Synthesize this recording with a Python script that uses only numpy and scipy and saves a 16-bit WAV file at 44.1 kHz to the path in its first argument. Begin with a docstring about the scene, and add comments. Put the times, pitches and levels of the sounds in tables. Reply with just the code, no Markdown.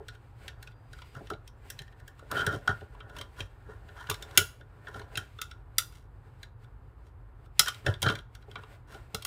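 """A quiet room with a wooden table: gloved hands fit a springy plastic clamp round a small hollow plastic toy.
Contacts are clicks and short rattles that ring the modes of the thin shell, the hollow and the table top.
Random slips drag the base now and then; grainy noise and faint scuffs are the gloves, rubbing throughout.
Faint gliding sines whistle high up, and shaped noise lays a low rumble under it all."""
import sys
import numpy as np
from scipy import signal
from scipy.fft import rfft, irfft
from scipy.io import wavfile

SR = 44100
rng = np.random.default_rng(int(sys.argv[2]) if len(sys.argv) > 2 else 0)


def wrap_up_sound(samples):
    """Save the sound to the file named by the first command line argument, as 16-bit audio."""
    columns = np.atleast_2d(samples).T
    # keep every value between -1 and 1, then stretch to whole-number steps
    tamed = np.clip(columns, -1, 1)
    steps = np.round(tamed * 32767).astype(np.int16)
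    wavfile.write(sys.argv[1], SR, steps)


def nominal_scale(level):
    """Amplitude ratio for a level in decibels (scalar or array-like)."""
    x = np.asarray(level, float) / 20
    return 10 ** x


N = 408366   # length [samples]


def rms_one(x):
    """Scales to rms 1."""
    return x / np.sqrt(np.mean(x ** 2) + 1e-20)


def in_time(rows):
    """Draws each column of a (time, values...) table as a curve, one value a sample."""
    time_s, *columns = np.transpose(rows)
    return [np.interp(np.arange(N) / SR, time_s, column) for column in columns]


def fade(x, seconds):
    """One-pole smoothing; a unit click spreads over the given time with area 1."""
    r = np.exp(-1 / (seconds * SR))
    return signal.lfilter([1 - r], [1, -r], x + 1e-18)


def high_pass(x, hz):
    """Small parts radiate little below their lowest modes."""
    return signal.sosfilt(signal.butter(3, hz, "high", fs=SR, output="sos"), x)


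def octaves(modes, from_hz):
    """Distance of each mode from one pitch, or from a pitch given per blow [octaves]."""
    return np.log2(np.array(modes)[:, 0] / np.reshape(from_hz, (-1, 1)))


def coloured(spectrum):
    """Noise with the given spectrum; rms 1."""
    hz, db = np.transpose(spectrum)
    bins_hz = np.arange(1, N // 2 + 2) * SR / N
    gain = nominal_scale(np.interp(np.log(bins_hz), np.log(hz), db))
    return rms_one(irfft(rfft(rng.standard_normal(N)) * gain, N))


def grains(per_s, spread_db):
    """Stick-slip: random small clicks of uneven size; rms 1."""
    sizes = nominal_scale(spread_db * np.minimum(rng.exponential(1, N), 4)) * rng.choice([-1, 1], N)
    return rms_one(sizes * (rng.random(N) < per_s / SR))


def ring(force, hz, t60):
    """A resonating mode: a unit click sets a sine of height 1 ringing."""
    r, w = nominal_scale(-60 / (t60 * SR)), 2 * np.pi * hz / SR
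    return signal.lfilter([0, np.sin(w)], [1, -2 * r * np.cos(w), r * r], force + 1e-18)


def struck(modes, when_s, colour_db, peak_db, scatter_db, click, rattle, rattle_s, rise_s):
    """Each blow is a click and a rattle that swells and dies, shared among the modes; returns rows click, rattle."""
    hz, level_db, t60 = np.transpose(modes)
    at = np.round(when_s * SR).astype(int)
    chance = rng.standard_normal((len(at), len(hz)))
    share = nominal_scale(level_db + colour_db + scatter_db * chance)
    share /= np.sqrt(np.sum(share ** 2, axis=1, keepdims=True))
    # neighbouring modes swing in opposition
    share *= nominal_scale(peak_db)[:, None] * (-1) ** np.arange(len(hz))
    # at rattle 1, the energy of a unit click
    chatter = rattle * np.sqrt(2 * (rattle_s + rise_s) * SR) * rng.standard_normal(N)
    out = 0
    for k in range(len(hz)):
        clicks = np.zeros(N)
        clicks[at] = share[:, k]
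        rattling = fade(fade(clicks, rise_s), rattle_s) * chatter
        out = out + ring(np.array([click * clicks, rattling]), hz[k], t60[k])
    return out


def rubbed(modes, force, colour_db=0):
    """A continuing force keeps the modes ringing; rms 1."""
    hz, db, t60 = np.transpose(modes)
    gain = nominal_scale(db + np.ravel(colour_db)) * (-1) ** np.arange(len(hz))
    return rms_one(sum(g * ring(force, f, t) for g, f, t in zip(gain, hz, t60)))


# spectrum of the low rumble: (frequency [Hz], relative level [dB])
RUMBLE_SPECTRUM = [(13, -45.5), (22, -32), (44, -1), (80, -7), (115, -3), (189, -29), (256, -24.5),
                   (524, -28.5), (585, -36), (771, -29), (910, -28.5), (1270, -32), (5610, -72),
                   (13200, -62), (16000, -79)]


def room_tone():
    """Steady noise, heaviest in the bass, at -50.5 dB rms."""
    return nominal_scale(-50.5) * coloured(RUMBLE_SPECTRUM)


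def room(x):
    """A diffuse tail: quick echoes off table and hands, then the slower room, a little dull."""
    near_t60_s, room_t60_s, far_db, wall_cut_hz = 0.087, 0.28, -9.5, 9000
    t = np.arange(SR // 2) / SR
    decay = nominal_scale(-60 * t / near_t60_s) + nominal_scale(far_db - 60 * t / room_t60_s)
    tail = rng.standard_normal(len(t)) * decay * (t > .004)
    tail = fade(tail, 1 / (2 * np.pi * wall_cut_hz))
    tail = tail - 0.3 * fade(tail, 1 / (2 * np.pi * 2500))     # the bass comes back weaker
    return signal.fftconvolve(x, tail / np.sqrt(np.sum(tail ** 2)))[:N]


# thin high whistles: (start [s], end [s], first pitch [Hz], last pitch [Hz], peak level before the waver [dB])
WHISTLE_GLIDES = [(0.55, 0.94, 4630, 4900, -81), (0.927, 1.2, 4880, 4830, -72),
                  (1.167, 1.27, 7700, 7650, -88), (1.566, 1.635, 7650, 7650, -84),
                  (1.865, 1.968, 7650, 7700, -90)]


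def whistles():
    """Faint sines that glide a little and waver in strength."""
    out = np.zeros(N)
    waver = 1 + .2 * rms_one(fade(fade(rng.standard_normal(N), .01), .01))
    for start_s, end_s, from_hz, to_hz, db in WHISTLE_GLIDES:
        a, b = round(start_s * SR), round(end_s * SR)
        phase = 2 * np.pi * np.cumsum(np.linspace(from_hz, to_hz, b - a)) / SR
        out[a:b] += nominal_scale(db) * np.hanning(b - a) ** 0.065 * np.sin(phase)     # nearly flat, soft ends
    return out * waver


def lead_in():
    """Parts slide into each contact: a swell grows towards it and lets go within milliseconds."""
    swell_s, swell_db, follows = 0.019, -63, 0.1     # follows: share of the contact's dB level
    time_s, shell_db = np.transpose(TOY_CONTACTS)[:2]
    clicks = np.zeros(N)
    clicks[np.round(time_s * SR).astype(int)] = nominal_scale(swell_db + follows * shell_db)
    swell = swell_s * SR * fade(clicks[::-1], swell_s)[::-1]     # smoothed backwards in time
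    return fade(swell, 0.004)


# modes of the wooden table top: (frequency [Hz], relative level [dB], decay by 60 dB [s])
TABLE_MODES = [(89, -6.5, 0.15), (120, -1.5, 0.06), (215, -4.5, 0.03), (378.6, -4, 0.04),
               (433, -6.5, 0.079), (560, -2.5, 0.031), (780, -0.5, 0.018)]
# modes of the air and body of the hollow toy: (frequency [Hz], relative level [dB], decay by 60 dB [s])
HOLLOW_MODES = [(985, 0, .04), (1180, -3, .03), (1300, -3, .035), (1390, 0, .08), (1455, 0, .075),
                (1560, 0, .04), (1650, 0, .045), (1820, 0, .04)]
# spectrum of glove on plastic: (frequency [Hz], relative level [dB])
GLOVE_SPECTRUM = [(1180, -32), (2000, -0.5), (2860, -4), (3230, -7.5), (4990, -12), (5630, -19),
                  (7000, -17), (8200, -12), (9500, -19.5), (16000, -20)]
# light rubbing, before its waver: (time [s], hiss level [dB], scuff level [dB])
GLOVE_RUBBING = [(0.0, -76, -59.5), (0.22, -76, -71), (0.44, -68, -63), (0.57, -86, -66),
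                 (0.85, -73.5, -64), (1.05, -63, -66), (1.5, -87.5, -71), (1.7, -64.5, -64),
                 (1.92, -85, -67), (2.28, -68, -61), (2.36, -48, -42.5), (2.56, -69, -54.5),
                 (2.85, -68, -61.5), (3.06, -86, -59), (3.35, -67.5, -65), (3.6, -75.5, -64.5),
                 (4.3, -67, -56.5), (4.65, -77.5, -66.5), (5.07, -75, -59), (5.18, -61, -49),
                 (5.35, -72.5, -75.5), (5.6, -82.5, -69.5), (6.1, -80.5, -69), (6.4, -75.5, -67.5),
                 (6.55, -86, -73), (6.9, -79.5, -71.5), (7.5, -84, -70.5), (7.62, -55, -68),
                 (8.0, -82.5, -65), (8.3, -82, -70.5), (8.56, -69.5, -59.5), (8.75, -71, -67.5),
                 (8.86, -81.5, -68), (8.95, -67, -62), (9.26, -73.5, -63)]


def rubbing():
    """Rubber on plastic hisses in grains; light sliding scuffs hollow and table faintly."""
    fidget_s = .03
    fidget_db = 3.0 * rms_one(fade(fade(rng.standard_normal(N), fidget_s), fidget_s))     # random waver
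    hiss_db, scuff_db = in_time(GLOVE_RUBBING) + fidget_db
    graininess = rms_one(3.0 + 1.5 * fade(np.abs(grains(per_s=72, spread_db=7.5)), .002))
    hiss = coloured(GLOVE_SPECTRUM) * graininess
    slips = grains(per_s=3700, spread_db=0.0)
    scuff = rms_one(rubbed(HOLLOW_MODES, slips) + 1.3 * rubbed(TABLE_MODES[2:], slips))
    return (nominal_scale(hiss_db) + lead_in()) * hiss + nominal_scale(scuff_db) * scuff


def slide(time_s, length_s, *db):
    """A slide builds up, then lets go: rows for its start, top and end."""
    rise_share, start_db, end_db = 0.32, -16.5, -25.5     # levels relative to the top
    start_s = time_s - rise_share * length_s
    return [(start_s, *np.add(db, start_db)), (time_s, *db), (start_s + length_s, *np.add(db, end_db))]


# modes of the thin plastic shell: (frequency [Hz], relative level [dB], decay by 60 dB [s])
SHELL_MODES = [(2000, -2, .005), (2300, -2, .006), (2600, -3, .007), (2850, -2, .006), (3150, -10, .025),
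               (3400, -2, .006), (3600, -8, .018), (3850, -2, .006), (4150, -3, .008), (4500, 0, .004),
               (4900, -1, .005), (5300, -2, .006), (5800, 0, .004), (6420, -1, .005), (7050, 1, .003),
               (7700, 0, .004), (8500, 2, .0025), (9500, 1, .0035), (10400, 2, .0025), (11400, 2, .002),
               (12400, 1, .002), (13400, 0, .002), (14400, 1, .003), (15400, -1, .002), (16200, -4, .003)]
# two long rasps of the base under load, each: (time [s], shell level [dB], hollow level [dB], table level [dB])
BASE_RASPS = [
    [(2.29, -79, -73, -69), (2.312, -85, -42, -48), (2.376, -38.5, -30, -36.5), (2.422, -40.5, -29, -41),
     (2.462, -96, -47, -55), (2.482, -52, -32.5, -43.5), (2.54, -50, -36, -32), (2.62, -74, -77, -54.5)],
    [(8.02, -47, -47.5, -46), (8.072, -41.5, -20.5, -27.5), (8.086, -35.5, -32, -32.5),
     (8.128, -53, -39.5, -33.5), (8.188, -69, -51.5, -50), (8.21, -68, -60, -52)],
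]
# short slides of base or clamp:
# (time of most load [s], length [s], shell level [dB], hollow level [dB], table level [dB])
SHORT_SLIDES = [(1.17, 0.088, -62, -48, -42), (2.693, 0.06, -44, -25.5, -35.5), (3.03, 0.11, -77, -63, -66),
                (3.177, 0.25, -63, -53, -51), (3.398, 0.11, -51.5, -43.5, -47),
                (3.711, 0.19, -69.5, -53, -51), (4.008, 0.18, -56.5, -41, -83),
                (4.097, 0.03, -49, -30, -37), (4.379, 0.17, -52.5, -45.5, -66),
                (4.886, 0.048, -59, -45, -62), (4.964, 0.17, -58, -49, -44.5),
                (5.956, 0.17, -60.5, -69, -66), (7.07, .12, -72, -74, -64),
                (7.679, 0.046, -33.5, -30.5, -52), (7.883, 0.12, -48, -35, -30.5),
                (8.587, 0.07, -70, -53, -49), (8.923, 0.16, -59, -52, -53)]


def dragging():
    """One stream of slips drives shell, hollow and table; sliding favours the shell's low squeak and open hollow."""
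    slips = grains(per_s=2500, spread_db=4.0)
    squeak_db = 12.0 * np.exp(-(octaves(SHELL_MODES, 3150) / 0.036) ** 2)
    squeak_db = squeak_db - 9.0 * np.abs(octaves(SHELL_MODES, 3300))
    squeak = high_pass(rubbed(SHELL_MODES, slips, squeak_db), 1900)
    scrape = high_pass(rubbed(SHELL_MODES, slips, -3.0 * octaves(SHELL_MODES, 3600)), 1900)
    singing = high_pass(rubbed(HOLLOW_MODES, slips, -32 * np.abs(octaves(HOLLOW_MODES, 1420))), 850)
    scuff = rubbed(HOLLOW_MODES, fade(slips, 0.0006)) + 0.19 * rubbed(TABLE_MODES[4:], slips)
    scuff = high_pass(scuff, 510)
    table = rubbed(TABLE_MODES, fade(fade(slips, 0.0002), 0.0002))     # the table feels only the slow part
    out, t = 0, np.arange(N) / SR
    for rows in BASE_RASPS + [slide(*row) for row in SHORT_SLIDES]:
        sliding = fade(1. * (t > rows[0][0]) * (t < rows[-1][0]), 0.0013)
        shell_db, hollow_db, table_db = in_time(rows)
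        # a light slide scuffs broadly, a heavy one sings in the hollow
        load = np.clip((hollow_db + 50) / 16, 0, 1)
        hollow = np.sqrt(load) * singing + np.sqrt(1 - load) * scuff
        shell = np.sqrt(load) * squeak + np.sqrt(1 - load) * scrape
        out = out + sliding * (nominal_scale(shell_db) * shell + nominal_scale(hollow_db) * hollow + nominal_scale(table_db) * table)
    return out


# thumps into the table:
# (time [s], relative level [dB], tilt towards the upper modes [dB], upper mode favoured [Hz])
TABLE_THUMPS = [(0.003, -34.5, 21, 433), (1.163, -28, -35, 447), (1.208, -32, 2, 353),
                (1.312, -23.5, 0, 336), (1.803, -34, -16, 365), (2.226, -36.5, -2, 544),
                (2.325, -23.5, 7, 545), (2.472, -19, -11, 420), (2.69, -14.5, -12, 647),
                (2.817, -31.5, -7, 400), (3.199, -34, -16, 560), (3.402, -28.5, -11.5, 590),
                (3.688, -36, 0, 456), (3.846, -36.5, -17.5, 388), (4.1, -24, -9, 415),
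                (4.376, -21, -6, 355), (4.408, -30.5, -7.5, 433), (4.604, -45.5, 0, 523),
                (4.885, -42, 6, 430), (4.951, -34.5, 6, 425), (5.002, -36, 2, 430), (5.172, -29.5, -8, 397),
                (7.594, -22.5, 0.5, 754), (7.867, -17.5, 2, 570), (7.883, -14, -19.5, 590),
                (8.029, -23, 3, 730), (8.049, -31, -4, 424), (8.481, -39, 6, 463), (8.56, -36.5, 2.5, 780),
                (8.95, -33.5, 5.5, 350), (9.142, -27, -0.5, 433), (9.244, -42, 5, 799)]


def thumps():
    """Soft, slow blows on the table top; harder ones reach its upper modes."""
    time_s, db, upper_db, upper_hz = np.transpose(TABLE_THUMPS)
    hardness_db = upper_db[:, None] * np.clip(octaves(TABLE_MODES, 160), 0, 1)
    spot_db = 10.0 * np.exp(-(octaves(TABLE_MODES, upper_hz) / 0.17) ** 2)
    blows = struck(TABLE_MODES, time_s, hardness_db + spot_db, db - 2.5, scatter_db=2.0,
                   click=0.88, rattle=0.91, rattle_s=0.018, rise_s=0.0012)
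    return fade(blows, 0.000043)     # softens the top


# contacts on the toy: (time [s], relative shell level [dB], tilt towards the top treble [dB],
# relative hollow level [dB], hollow pitch [Hz])
TOY_CONTACTS = [(0.0834, -29.5, -16, -44.5, 1510), (0.151, -50, -18, -57, 1530),
                (0.4797, -27, -14.5, -46, 1710), (0.6265, -36, -5, -51.5, 1620),
                (0.673, -39, -16, -51.5, 1500), (0.719, -53, -35, -74, 1450),
                (0.9308, -39.5, -11, -49.5, 1530), (0.9858, -45, -16, -51.5, 1310),
                (1.0195, -37, -25, -49.5, 1040), (1.1494, -44, -12, -45.5, 1380),
                (1.27, -41.5, -22, -59, 1880), (1.3007, -31.5, -9, -34, 1250),
                (1.3347, -40, -26, -78, 1330), (1.476, -38.5, -9, -72, 1510), (1.7013, -24, 3.5, -48, 1720),
                (1.7896, -29.5, -16, -49.5, 1900), (1.818, -39.5, -5, -53, 1870),
                (1.8783, -52, -23, -58, 1900), (1.926, -55.5, -30, -63, 1870), (1.9995, -50, -7, -58, 1800),
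                (2.078, -38, 0, -51, 1700), (2.1924, -45.5, -10, -51, 1140), (2.3137, -24, 0, -33, 1230),
                (2.465, -20, -5, -26, 1580), (2.526, -37, -5, -40, 1380),
                (2.6756, -22.5, -16.5, -20.5, 1370), (2.8095, -50, -34, -52, 1550),
                (2.9502, -53, -57, -50, 940), (3.004, -38.5, -63, -47, 1280),
                (3.0965, -46.5, -11, -51, 1460), (3.1656, -34, -14, -48, 1060),
                (3.1855, -31.5, -9, -52, 1520), (3.2116, -28, -14.5, -44.5, 1120),
                (3.4045, -23.5, -23, -48, 1900), (3.8877, -46, -29, -53, 1590),
                (3.9704, -46, -29, -59, 1560), (4.0698, -38.5, -21, -60, 1240), (4.0985, -13, 1, -37, 980),
                (4.1114, -22.5, -15, -34, 1110), (4.142, -28, -10, -48, 1590), (4.2238, -28, -7, -49, 1560),
                (4.31, -43, -13, -52, 950), (4.3747, 4.5, 1.5, -22.5, 1414),
                (4.6092, -50, -32, -53.5, 1545), (4.87, -41.5, -36, -40, 1680),
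                (4.9427, -41, -17, -44, 1386), (4.994, -40, -12, -46.5, 1670),
                (5.016, -40.5, -30, -48, 947), (5.1545, -24, -25, -52.5, 1540),
                (5.1731, -18, -7.5, -33, 1550), (5.3868, -37.5, -25.5, -43.5, 1300),
                (5.4151, -19, -5, -39.5, 1287), (5.512, -37.5, -16.5, -50.5, 1377),
                (5.7825, -3, 4, -33.5, 1316), (5.923, -48.5, -3.5, -63.5, 1384),
                (6.4305, -34, -13, -50.5, 1652), (6.643, -53.5, -13.5, -62, 1396),
                (7.4589, -57.5, -5, -62, 1277), (7.5934, 3, -1, -24.5, 1288),
                (7.6593, -28, -4, -37.5, 1636), (7.6819, -15.5, -6, -32, 1214),
                (7.745, -37, -11, -60.5, 1360), (7.8636, -20, -16, -25.5, 1650),
                (7.939, -33, -24.5, -56, 1390), (8.019, -19.5, 0, -57, 1400), (8.0272, -14, -7, -37, 957),
                (8.0635, -23, -27, -30, 1390), (8.0857, -20, -38, -28, 1530),
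                (8.0993, -21.5, -34, -29.5, 1180), (8.1528, -28.5, -18, -42.5, 1510),
                (8.1873, -36, -20, -57.5, 1540), (8.3503, -39.5, -9, -55, 1540),
                (8.4248, -53.5, -17, -63, 1480), (8.5129, -42.5, -17.5, -58, 1470),
                (8.556, -28.5, -62, -38.5, 1190), (8.635, -42, -36, -48.5, 1100),
                (8.944, -41, -22, -49.5, 1430), (9.1456, -17.5, -4, -39, 1234),
                (9.2227, -30.5, -6, -55, 1134), (9.2494, -17, 2, -39, 1204)]
# the clearest contacts: (time just before the contact [s], pitch at which the shell is brightest [Hz])
BRIGHT_SPOTS = [(0.08, 4120), (0.47, 2500), (0.62, 4200), (0.67, 2530), (0.93, 3940), (1.01, 2860),
                (1.33, 3860), (1.47, 5500), (1.7, 5560), (1.78, 4030), (2.31, 2730), (2.46, 3360),
                (2.67, 3060), (3.4, 2540), (4.09, 2660), (4.22, 3600), (4.37, 2980), (5.15, 2620),
                (5.17, 3180), (5.38, 3550), (5.41, 3560), (5.51, 3530), (5.78, 3600), (6.43, 3800),
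                (7.59, 5300), (7.65, 5730), (7.68, 3100), (7.86, 2930), (7.93, 3670), (8.08, 3200),
                (8.55, 2470), (9.14, 4010), (9.24, 4540)]


def contacts():
    """The shell cracks, brightest where touched; the hollow swells just after, on the mode left free by the grip."""
    time_s, shell_db, treble_db, hollow_db, hollow_hz = np.transpose(TOY_CONTACTS)
    # the bright pitch shifts with the place touched: scatter of 0.2 octaves
    bright_hz = 3264 * 2 ** (0.2 * rng.standard_normal(len(time_s)))
    spot_s, spot_hz = np.transpose(BRIGHT_SPOTS)
    bright_hz[np.searchsorted(time_s, spot_s)] = spot_hz     # each belongs to the next contact
    hardness_db = treble_db[:, None] * np.clip(octaves(SHELL_MODES, 3500) / 1.7, 0, 1)
    spot_db = 8.2 * np.exp(-(octaves(SHELL_MODES, bright_hz) / 0.092) ** 2)
    spot_db = spot_db + 0.97 * octaves(SHELL_MODES, 4000)     # a gentle tilt upwards
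    grip_db = -45 * np.abs(octaves(HOLLOW_MODES, hollow_hz))
    shell = struck(SHELL_MODES, time_s, hardness_db + spot_db, shell_db + 6, scatter_db=1.5,
                   click=.5, rattle=1, rattle_s=.003, rise_s=.0005)
    hollow = struck(HOLLOW_MODES, time_s, grip_db, hollow_db + 6.0, scatter_db=1.0,
                    click=1.2, rattle=.35, rattle_s=.004, rise_s=0.001)
    # passed on through the base
    table = struck(TABLE_MODES[4:], time_s, 0, hollow_db - 7.5, scatter_db=6.5,
                   click=0.95, rattle=.4, rattle_s=0.0025, rise_s=.0007)
    return table + high_pass(shell, 1500) + high_pass(hollow, 500)


def scene():
    """The toy close by, its room tail, the whistles and the room tone."""
    click, rattle = contacts() + thumps()
    slides = dragging() + rubbing()
    # towards the walls the rattle evens out over all directions
    into_room = nominal_scale(9.5) * click + 0.69 * rattle + slides
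    tail = nominal_scale(-14) * room(into_room)
    return (click + rattle + slides + tail + whistles() + room_tone())[None]


def low_pass(x):
    """Removes everything above the highest recorded frequency."""
    return signal.sosfilt(signal.butter(12, 16640, fs=SR, output="sos"), x)


def record(dry):
    """Peaks are rounded towards a ceiling, then the top is cut steeply at 16.5 kHz."""
    ceiling = .93
    rounded = ceiling * np.tanh(dry / ceiling)
    mix = signal.sosfilt(signal.cheby2(12, 60, 16500, fs=SR, output="sos"), rounded)
    return low_pass(mix)


dry = scene()
out = record(dry)
wrap_up_sound(out)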